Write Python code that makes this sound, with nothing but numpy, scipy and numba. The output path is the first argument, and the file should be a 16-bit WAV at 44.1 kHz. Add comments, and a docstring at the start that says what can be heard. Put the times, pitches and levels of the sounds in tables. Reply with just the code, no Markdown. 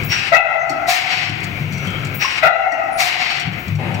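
"""A bottle blow moulding machine goes through two cycles in a humming workshop.
Each cycle: a valve spits, an air jet throws the bottle out, blowing air blasts and hoots through
two pipes, then a vent hisses. The steel mould clacks; a carriage slides and jolts the frame.
A gain control turns the hum down under every rush of air and lets it swell back."""
import sys
import numpy as np
from scipy import signal
from scipy.fft import rfft, irfft, next_fast_len
from scipy.io import wavfile
from scipy.ndimage import uniform_filter1d, minimum_filter1d, map_coordinates
from numba import njit

SR = 44100
rng = np.random.default_rng(int(sys.argv[2]) if len(sys.argv) > 2 else 0)


def dump_mix(stems):
    """Bounce the given channels to the path in sys.argv[1] as a 16-bit WAV at rate SR."""
    frames = np.atleast_2d(stems).T  # one column per channel
    limited = np.clip(frames, -1, 1)  # hard clip at full scale
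    pcm = np.round(limited * 32767).astype(np.int16)
    wavfile.write(sys.argv[1], SR, pcm)


N = 176400

# When the air is let go in each cycle: jet_s, blow_s, vent_s
CYCLES = [(.078, .314, .859), (2.182, 2.419, 2.965)]
JET_STARTS_S, BLOW_STARTS_S, VENT_STARTS_S = np.transpose(CYCLES)
# The tone of struck steel: pitch_hz, level_db
STEEL_TONE = [(800, -15), (2500, -17.5), (4500, 6.5), (5800, 1), (7500, 4.5), (11000, -15), (15000, -7.5)]
# How much louder the left side is: pitch_hz, left_minus_right_db
LEAN = [(60, -2.5), (92, 9.5), (140, 6), (210, 7.5), (330, 5.0), (500, 5.5), (770, 8), (1170, 5.5),
        (1790, 13.5), (2500, 14), (3300, 8.5), (4190, 1.1), (6410, 0), (9810, 3.5), (15000, 12.5)]


def amp(db):
    """Turn decibels into a gain."""
    return 10 ** (np.asarray(db) / 20)


def unit(x):
    """Scale x to an average power of 1."""
    return x / np.sqrt(np.mean(x ** 2) + 1e-20)


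def along(points, hz):
    """Read between (pitch_hz, value) points on a log pitch scale."""
    pitches, values = np.transpose(points)
    return np.interp(np.log(hz + 1), np.log(pitches + 1), values)


def since(start_s):
    """Seconds since the start, zero before it."""
    return np.maximum(np.arange(N) / SR - start_s, 0)


def wobble(per_s):
    """A smooth curve through per_s random values a second."""
    return map_coordinates(rng.standard_normal(int(N * per_s / SR) + 4), [np.arange(N) * per_s / SR])


def wandering(x, share, per_s):
    """Let the pitch of x drift by about this share."""
    at = np.arange(N) + np.cumsum(share * wobble(per_s))
    return np.array([map_coordinates(channel, [at], mode="mirror") for channel in x])


def stereo_noise(gain):
    """Left and right noise of power 1, shaped by gain(hz)."""
    # How alike the two sides are: pitch_hz, likeness (1 = the same)
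    alike = [(30, 0.28), (110, 0.95), (300, 0.94), (700, 1), (1300, -0.16), (2500, -0.055), (5000, -0.19),
             (5500, 1), (8000, 0.2), (15000, 0.054)]
    size = next_fast_len(N + 8192)
    hz = np.fft.rfftfreq(size, 1 / SR)
    common, opposed = rfft(rng.standard_normal((2, size)))
    turn = np.arccos(np.clip(along(alike, hz), -.99, .99)) / 2
    lean = amp(along(LEAN, hz) / 2)
    centre = np.sqrt(lean ** 2 + lean ** -2 + 2 * np.cos(2 * turn))
    common, opposed = common * np.cos(turn), opposed * np.sin(turn)
    sides = np.array([(common + opposed) * lean, (common - opposed) / lean])
    return unit(irfft(sides * gain(hz) / centre, size)[:, :N])


def rush(tone):
    """Broad noise shaped by (pitch_hz, level_db) points."""
    return stereo_noise(lambda hz: amp(along(tone, hz)))


def ringing(peaks):
    """Noise that rings at (pitch_hz, width_hz, level_db) peaks."""
    return stereo_noise(
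        lambda hz: sum(amp(db) / (1 + (2 * (hz - pitch) / width) ** 2) for pitch, width, db in peaks))


def placed(x, hz):
    """Lean a tone to one side like everything else at its pitch."""
    lean = amp(along(LEAN, hz) / 2)
    return unit(np.array([[lean], [1 / lean]])) * x


def burst(starts, db, rise_s, hold_s, sag_db_s, fade_db_s):
    """Loudness as a valve opens, the pressure sags and it shuts; sag and fade are in dB a second."""
    t = np.array([since(s) for s in starts])
    fall_db = sag_db_s * np.clip(t - rise_s, 0, hold_s) + fade_db_s * np.maximum(t - rise_s - hold_s, 0)
    return np.sum(np.minimum(t / rise_s, 1) ** 2 * amp(db - fall_db), axis=0)


def workshop():
    """Motor hum and rumble grow while the carriage is driven, and shake together over fan noise."""
    # How hard the carriage is driven: time_s, level_db
    effort = [(.06, -3.5), (.22, -5), (1.08, -18), (1.18, 12), (1.28, 0.5), (1.35, 8.5), (1.5, -10.5),
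              (1.65, 4), (1.76, -4), (1.95, -6.5), (2.06, 0.5), (2.19, -8), (2.27, -47), (3.38, -20),
              (3.48, 9.5), (3.6, -20), (3.72, 3), (3.85, 13), (4, 7)]
    # Motor notes: pitch_hz, steady_db, driven_db
    motor_notes = [(104.9, -35.5, -26), (145.7, -34, -25), (173.5, -41.5, -29.5)]
    # Tones of the rumble and the fans: pitch_hz, level_db
    rumble_tone = [(15, -56), (25, -4.5), (40, -15.5), (60, -6), (100, 3.5), (140, 6), (180, -15.5),
                   (210, -2.5), (320, -16.5), (400, -14), (600, -58.5)]
    fan_tone = [(150, 4.5), (250, -1.5), (616, -8.5), (733, -5), (813, -11.5), (1170, -12), (1320, -8),
                (1870, -11), (2220, 0.5), (3260, -16), (3490, -18.5), (4860, -25), (5980, -25.5),
                (10600, -42), (15800, -24.5)]
    drive = amp(np.interp(since(0), *np.transpose(effort)))
    motors = (amp(-30) + amp(-32) * drive) * rush(rumble_tone)
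    for hz, steady_db, driven_db in motor_notes:
        note = amp(4.5 * wobble(13)) * np.sin(2 * np.pi * hz * since(0) + wobble(14))
        motors += placed((amp(steady_db) + amp(driven_db) * drive) * unit(note), hz)
    shake = unit(amp(2.05 * wobble(22.2)))
    return motors * shake + amp(-22) * rush(fan_tone)


def rattle(ticks_per_s=8.1, decay_s=0.0063):
    """Loose parts tick at random."""
    kicks = (rng.random(N) < ticks_per_s / SR).astype(float)
    ticks = signal.lfilter([1], [1, -np.exp(-1 / (decay_s * SR))], kicks)
    return amp(-46) * unit(ticks * rush(STEEL_TONE))


def knocks(rise_s=0.0064):
    """The carriage jolts the frame, which booms at its own low notes."""
    # Jolts: start_s, level_db
    jolts = [(1.325, -26.5), (1.623, -26), (1.717, -11.5), (1.766, -17), (1.862, -10), (2.124, -28),
             (3.454, -17), (3.676, -6), (3.744, -9), (3.83, -5)]
    # Notes of the frame: pitch_hz, level_db, ring_s (time to fade by 60 dB)
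    frame_notes = [(100.2, -2, 0.34), (141, -7.5, 0.2), (178.7, -1.5, 0.2), (240, -23, 0.12)]
    out = np.zeros((2, N))
    for start_s, db in jolts:
        t = since(start_s)
        for hz, note_db, ring_s in frame_notes:
            level = amp(db + note_db - 60 * t / ring_s) * (1 - np.exp(-t / rise_s))
            detune = rng.normal(0, 0.023)
            out += placed(level * np.sin(2 * np.pi * hz * (1 + detune) * t), hz)
    return out


def slides():
    """The carriage slides with a rubbing noise that rings a little."""
    # Moves of the carriage: start_s, level_db, pitch_hz
    moves = [(1.815, -33.5, 1374), (3.777, -21, 777)]
    # Tone of the rubbing: pitch_hz, level_db
    rub_tone = [(150, 5.5), (330, 2.5), (750, -2), (1100, -9.5), (2500, -4), (4000, -21.5), (9000, -36)]
    out = np.zeros((2, N))
    for start_s, db, hz in moves:
        rub = unit(rush(rub_tone) + amp(-5.5) * ringing([(hz, 300, 0)]))
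        out += rub * burst([start_s], db + 7.5, rise_s=0.015, hold_s=0.28, sag_db_s=8.7, fade_db_s=340)
    return out


def squeals(width_hz=280):
    """Slides and cylinders give short, high squeals."""
    # Squeals: start_s, length_s, pitch_hz, level_db
    events = [(0.582, 0.044, 6230, -24), (1.7, 0.17, 5950, -41), (1.862, 0.11, 3180, -28),
              (2.683, 0.06, 6100, -28), (2.912, 0.065, 9770, -26), (3.408, 0.036, 3080, -21.5)]
    out = np.zeros((2, N))
    for start_s, length_s, hz, db in events:
        level = burst([start_s], db, rise_s=0.014, hold_s=length_s, sag_db_s=12, fade_db_s=800)
        out += level * ringing([(hz, width_hz, 0)])
    return out


def clacks(rise_s=0.00067, clack_s=0.093, thud_s=0.22):
    """The mould and grippers strike: a bright steel clack over a longer, low thud."""
    # Strikes: start_s, clack_db, thud_db
    strikes = [(0.695, -6.5, -4), (1.294, -19.5, -17.5), (1.732, -30, -38), (1.774, -36, -47),
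               (1.822, -45, -65), (1.848, -35.5, -41), (1.997, -44, -50), (2.719, -11.5, -12.5),
               (2.834, -28, -14), (3.397, -12.5, -24.5), (3.53, -36.5, -40), (3.752, -29, -39),
               (3.942, -23, -38)]
    # Notes of the steel and of the thud: pitch_hz, width_hz, level_db
    steel_notes = [(4430, 160, -2.5), (5630, 200, 1.5), (6520, 59, -3)]
    thud_notes = [(292, 67, 0)]
    steel = unit(rush(STEEL_TONE) + amp(0.5) * ringing(steel_notes))
    body = ringing(thud_notes)
    out = np.zeros((2, N))
    for start_s, clack_db, thud_db in strikes:
        t = since(start_s)
        clack = amp(clack_db - 60 * t / clack_s) * steel
        thud = amp(thud_db - 60 * t / thud_s) * body
        out += (1 - np.exp(-t / rise_s)) * (clack + thud)
    return out


def bottle_bump(start_s=2.246, pitch_hz=1074, rise_s=0.0025, ring_s=0.043):
    """One thrown bottle bumps with a short, hollow note."""
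    t = since(start_s)
    level = amp(6.5 - 60 * t / ring_s) * (1 - np.exp(-t / rise_s))
    return placed(level * np.sin(2 * np.pi * pitch_hz * t), pitch_hz)


def valve_spits(ultrasound_hz=17500):
    """Valves spit very high; the part too high to hear still pushes the gain control down."""
    # Spits: start_s, level_db, ultrasound_db
    spits = [(.042, -23.5, -14), (1.471, -48, -17), (2.141, -20, -9), (3.585, -32, -10)]
    # Tone of a spit: pitch_hz, level_db
    spit_tone = [(3000, -41), (9000, -23), (12000, -32), (12900, -8), (13800, -19), (15200, -1), (15900, 2),
                 (18000, -39)]
    hiss, ultrasound = rush(spit_tone), stereo_noise(lambda hz: hz > ultrasound_hz)
    out = np.zeros((2, N))
    for start_s, db, ultrasound_db in spits:
        flow = burst([start_s], db=-2, rise_s=0.0064, hold_s=0.0036, sag_db_s=20, fade_db_s=94)
        out += flow * (amp(db) * hiss + amp(ultrasound_db) * ultrasound)
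    return out


def air_jet(sputter_db=1):
    """A sputtering jet blows the bottle away, whistling as it starts."""
    # Tone of the jet: pitch_hz, level_db
    jet_tone = [(180, -48), (300, -13), (527, -20.5), (573, -14), (798, -6), (1020, -11.5), (2590, 2.5),
                (3440, -11), (5560, -11.5), (6140, -19), (8840, -26), (10400, -46.5), (15800, -32.5)]
    # Its whistle: pitch_hz, width_hz, level_db
    whistle_notes = [(5614, 250, 0)]
    flow = burst(JET_STARTS_S, db=-8, rise_s=0.044, hold_s=0.16, sag_db_s=8.5, fade_db_s=420)
    whistle = burst(JET_STARTS_S, db=-14.5, rise_s=0.049, hold_s=0.0096, sag_db_s=20, fade_db_s=144)
    return whistle * ringing(whistle_notes) + flow * amp(sputter_db * wobble(46.14)) * rush(jet_tone)


def vent(surge_after_s=0.16, sputter_db=2.2):
    """Air escapes with a crack and a hiss that surges again, whistling; three puffs ring the pipe."""
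    # Tones of the crack and the hiss: pitch_hz, level_db
    crack_tone = [(400, -36), (900, -7.5), (1600, -9), (2300, 1.5), (3100, -12), (3800, -8), (5900, -8.5),
                  (10000, -24), (15800, -19.5)]
    hiss_tone = [(150, -29), (300, -21), (540, -23), (800, -12.5), (1000, -17.5), (1600, -14.5), (2200, -5),
                 (3000, -11.5), (3700, -16.5), (5300, -19), (7000, -28.5), (9100, -39), (11000, -93),
                 (13000, -37.5), (15800, -41.5)]
    # Notes of the whistle and the pipe: pitch_hz, width_hz, level_db
    whistle_notes = [(4460, 180, -2.2), (5430, 96, -2.3)]
    pipe_notes = [(725, 59, -2), (1115, 60, -28.5)]
    # Puffs after the vent opens: delay_s, level_db
    puffs = [(.008, -2.5), (0.164, -7.5), (0.329, -20)]
    starts = VENT_STARTS_S
    crack = burst(starts, db=1, rise_s=0.041, hold_s=0.057, sag_db_s=36, fade_db_s=200)
    flow = burst(starts, db=1, rise_s=0.13, hold_s=0.022, sag_db_s=35, fade_db_s=210)
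    surge = burst(starts + surge_after_s, db=-0.5, rise_s=0.11, hold_s=0.1, sag_db_s=51, fade_db_s=147)
    ring = sum(burst(starts + delay_s, db + 2.5, rise_s=0.026, hold_s=0.01, sag_db_s=53, fade_db_s=143)
               for delay_s, db in puffs)
    hiss = (flow + surge) * rush(hiss_tone) + amp(-13) * surge * ringing(whistle_notes)
    sputter = amp(sputter_db * wobble(45))
    return crack * rush(crack_tone) + hiss * sputter + ring * ringing(pipe_notes)


def blast():
    """The blowing air starts with a broad blast that rings the metal."""
    # Tone of the blast: pitch_hz, level_db
    blast_tone = [(24, -82), (40, -48.5), (130, -24), (327, -42.5), (480, -24), (693, -9), (950, -19.5),
                  (1130, -53), (1360, -9.5), (1700, -29.5), (2030, -13), (2350, -25.5), (2640, -16.5),
                  (2960, -41), (3350, -29), (6420, -54.5), (9580, -52), (10300, -62.5), (15800, -44)]
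    # Notes of the metal: pitch_hz, width_hz, level_db
    metal_notes = [(3150, 240, -1), (4040, 98, -10), (5450, 320, -4)]
    flow = burst(BLOW_STARTS_S, db=18, rise_s=0.041, hold_s=0.01, sag_db_s=15, fade_db_s=650)
    return flow * (rush(blast_tone) + amp(-28.5) * ringing(metal_notes))


def hoot(flutter_db=4):
    """Air hoots in two slightly unlike pipes; the notes flutter and wander, and high ones fade first."""
    # Notes of both pipes, lowest first: pitch_hz, width_hz, level_db
    pipe_notes = [(670.8, 53, -3), (762, 107, -7), (1311, 69, -7.5), (1400, 140, -12.5), (1963, 58, -5.5),
                  (2087, 85, -8), (2582, 100, -13.5), (2770, 65, -20), (3340, 410, -24.5), (3990, 230, -27)]
    # Tone of the rushing air: pitch_hz, level_db
    air_tone = [(60, 13), (400, -16), (900, 3.5), (2600, 6), (3500, -14.5), (6000, -10), (10000, -33.5),
                (15000, -18)]
    flows = [burst([s], db=17.5, rise_s=0.032, hold_s=0.489, sag_db_s=40.2, fade_db_s=102)
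             for s in BLOW_STARTS_S]
    out = sum(flows) * amp(-18.5) * rush(air_tone)
    lowest_hz = pipe_notes[0][0]
    for hz, width_hz, db in pipe_notes:
        extra_fade_db_s = 6 * (hz / lowest_hz + 1.5)
        level = sum(flow * amp(-extra_fade_db_s * since(s)) for flow, s in zip(flows, BLOW_STARTS_S))
        level *= amp(db + flutter_db * wobble(34.67))
        out += level * wandering(ringing([(hz, width_hz, 0)]), share=0.013, per_s=12)
    return out


def hall(x):
    """The hall's echo, which dies sooner in the treble."""
    # Time the echo takes to fade by 60 dB: pitch_hz, ring_s
    ring_times = [(200, 0.73), (2200, 0.68), (6000, 0.18), (14000, 0.083)]
    hz, t, noise = signal.stft(rng.standard_normal((2, SR)), SR, nperseg=256)
    fade = amp(-60 * t / along(ring_times, hz)[:, None])
    tail = signal.istft(noise * fade, SR, nperseg=256)[1]
    return signal.fftconvolve(x, tail / np.linalg.norm(tail[0]), axes=1)[:, :N]


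def scene():
    """The machine and its echo, over the frame's booms and the workshop hum."""
    air = air_jet() + valve_spits() + blast() + hoot() + vent()
    machine = air + clacks() + slides() + squeals() + bottle_bump() + rattle()
    return machine + amp(-7) * hall(machine) + knocks() + workshop()


@njit
def follow(wanted, grab, recover):
    """A cut in level that grabs quickly and lets go at a steady rate."""
    out, now = np.zeros(len(wanted)), 0.
    for i in range(len(wanted)):
        now = now + (wanted[i] - now) * grab if wanted[i] > now else max(wanted[i], now - recover)
        out[i] = now
    return out


def gain_control(x, threshold_db=-22.5, squeeze=0.81, sense_s=0.02, grab_s=0.024, recover_db_s=80.5):
    """Turn everything down while the sound is loud, then let it swell back."""
    step = 1 / (sense_s * SR)
    power = signal.lfilter([step], [1, step - 1], np.mean(x ** 2, axis=0))
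    cut_db = squeeze * np.maximum(10 * np.log10(power + 1e-12) - threshold_db, 0)
    return x * amp(-follow(cut_db, 1 / (grab_s * SR), recover_db_s / SR))


def limiter(x, peak=1.54, lookahead_s=0.0038):
    """Dip the level just ahead of each peak that is too tall."""
    span = int(lookahead_s * SR) + 1
    needed = np.minimum(1, peak / (np.abs(x).max(axis=0) + 1e-9))
    return x * uniform_filter1d(minimum_filter1d(needed, 2 * span), span)


def record(dry, ceiling=0.92, low_cut_hz=56, top_hz=15800):
    """Even out the level, round off the peaks and trim the deepest bass and highest treble."""
    x = limiter(gain_control(dry))
    rounded = x / (1 + (x / ceiling) ** 6) ** (1 / 6)
    size = next_fast_len(N + 8192)
    hz = np.fft.rfftfreq(size, 1 / SR)
    band = (hz < top_hz) * hz ** 2 / (hz ** 2 + low_cut_hz ** 2)
    return irfft(rfft(rounded, size) * band, size)[:, :N]


dry = scene()
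out = record(dry)
dump_mix(out)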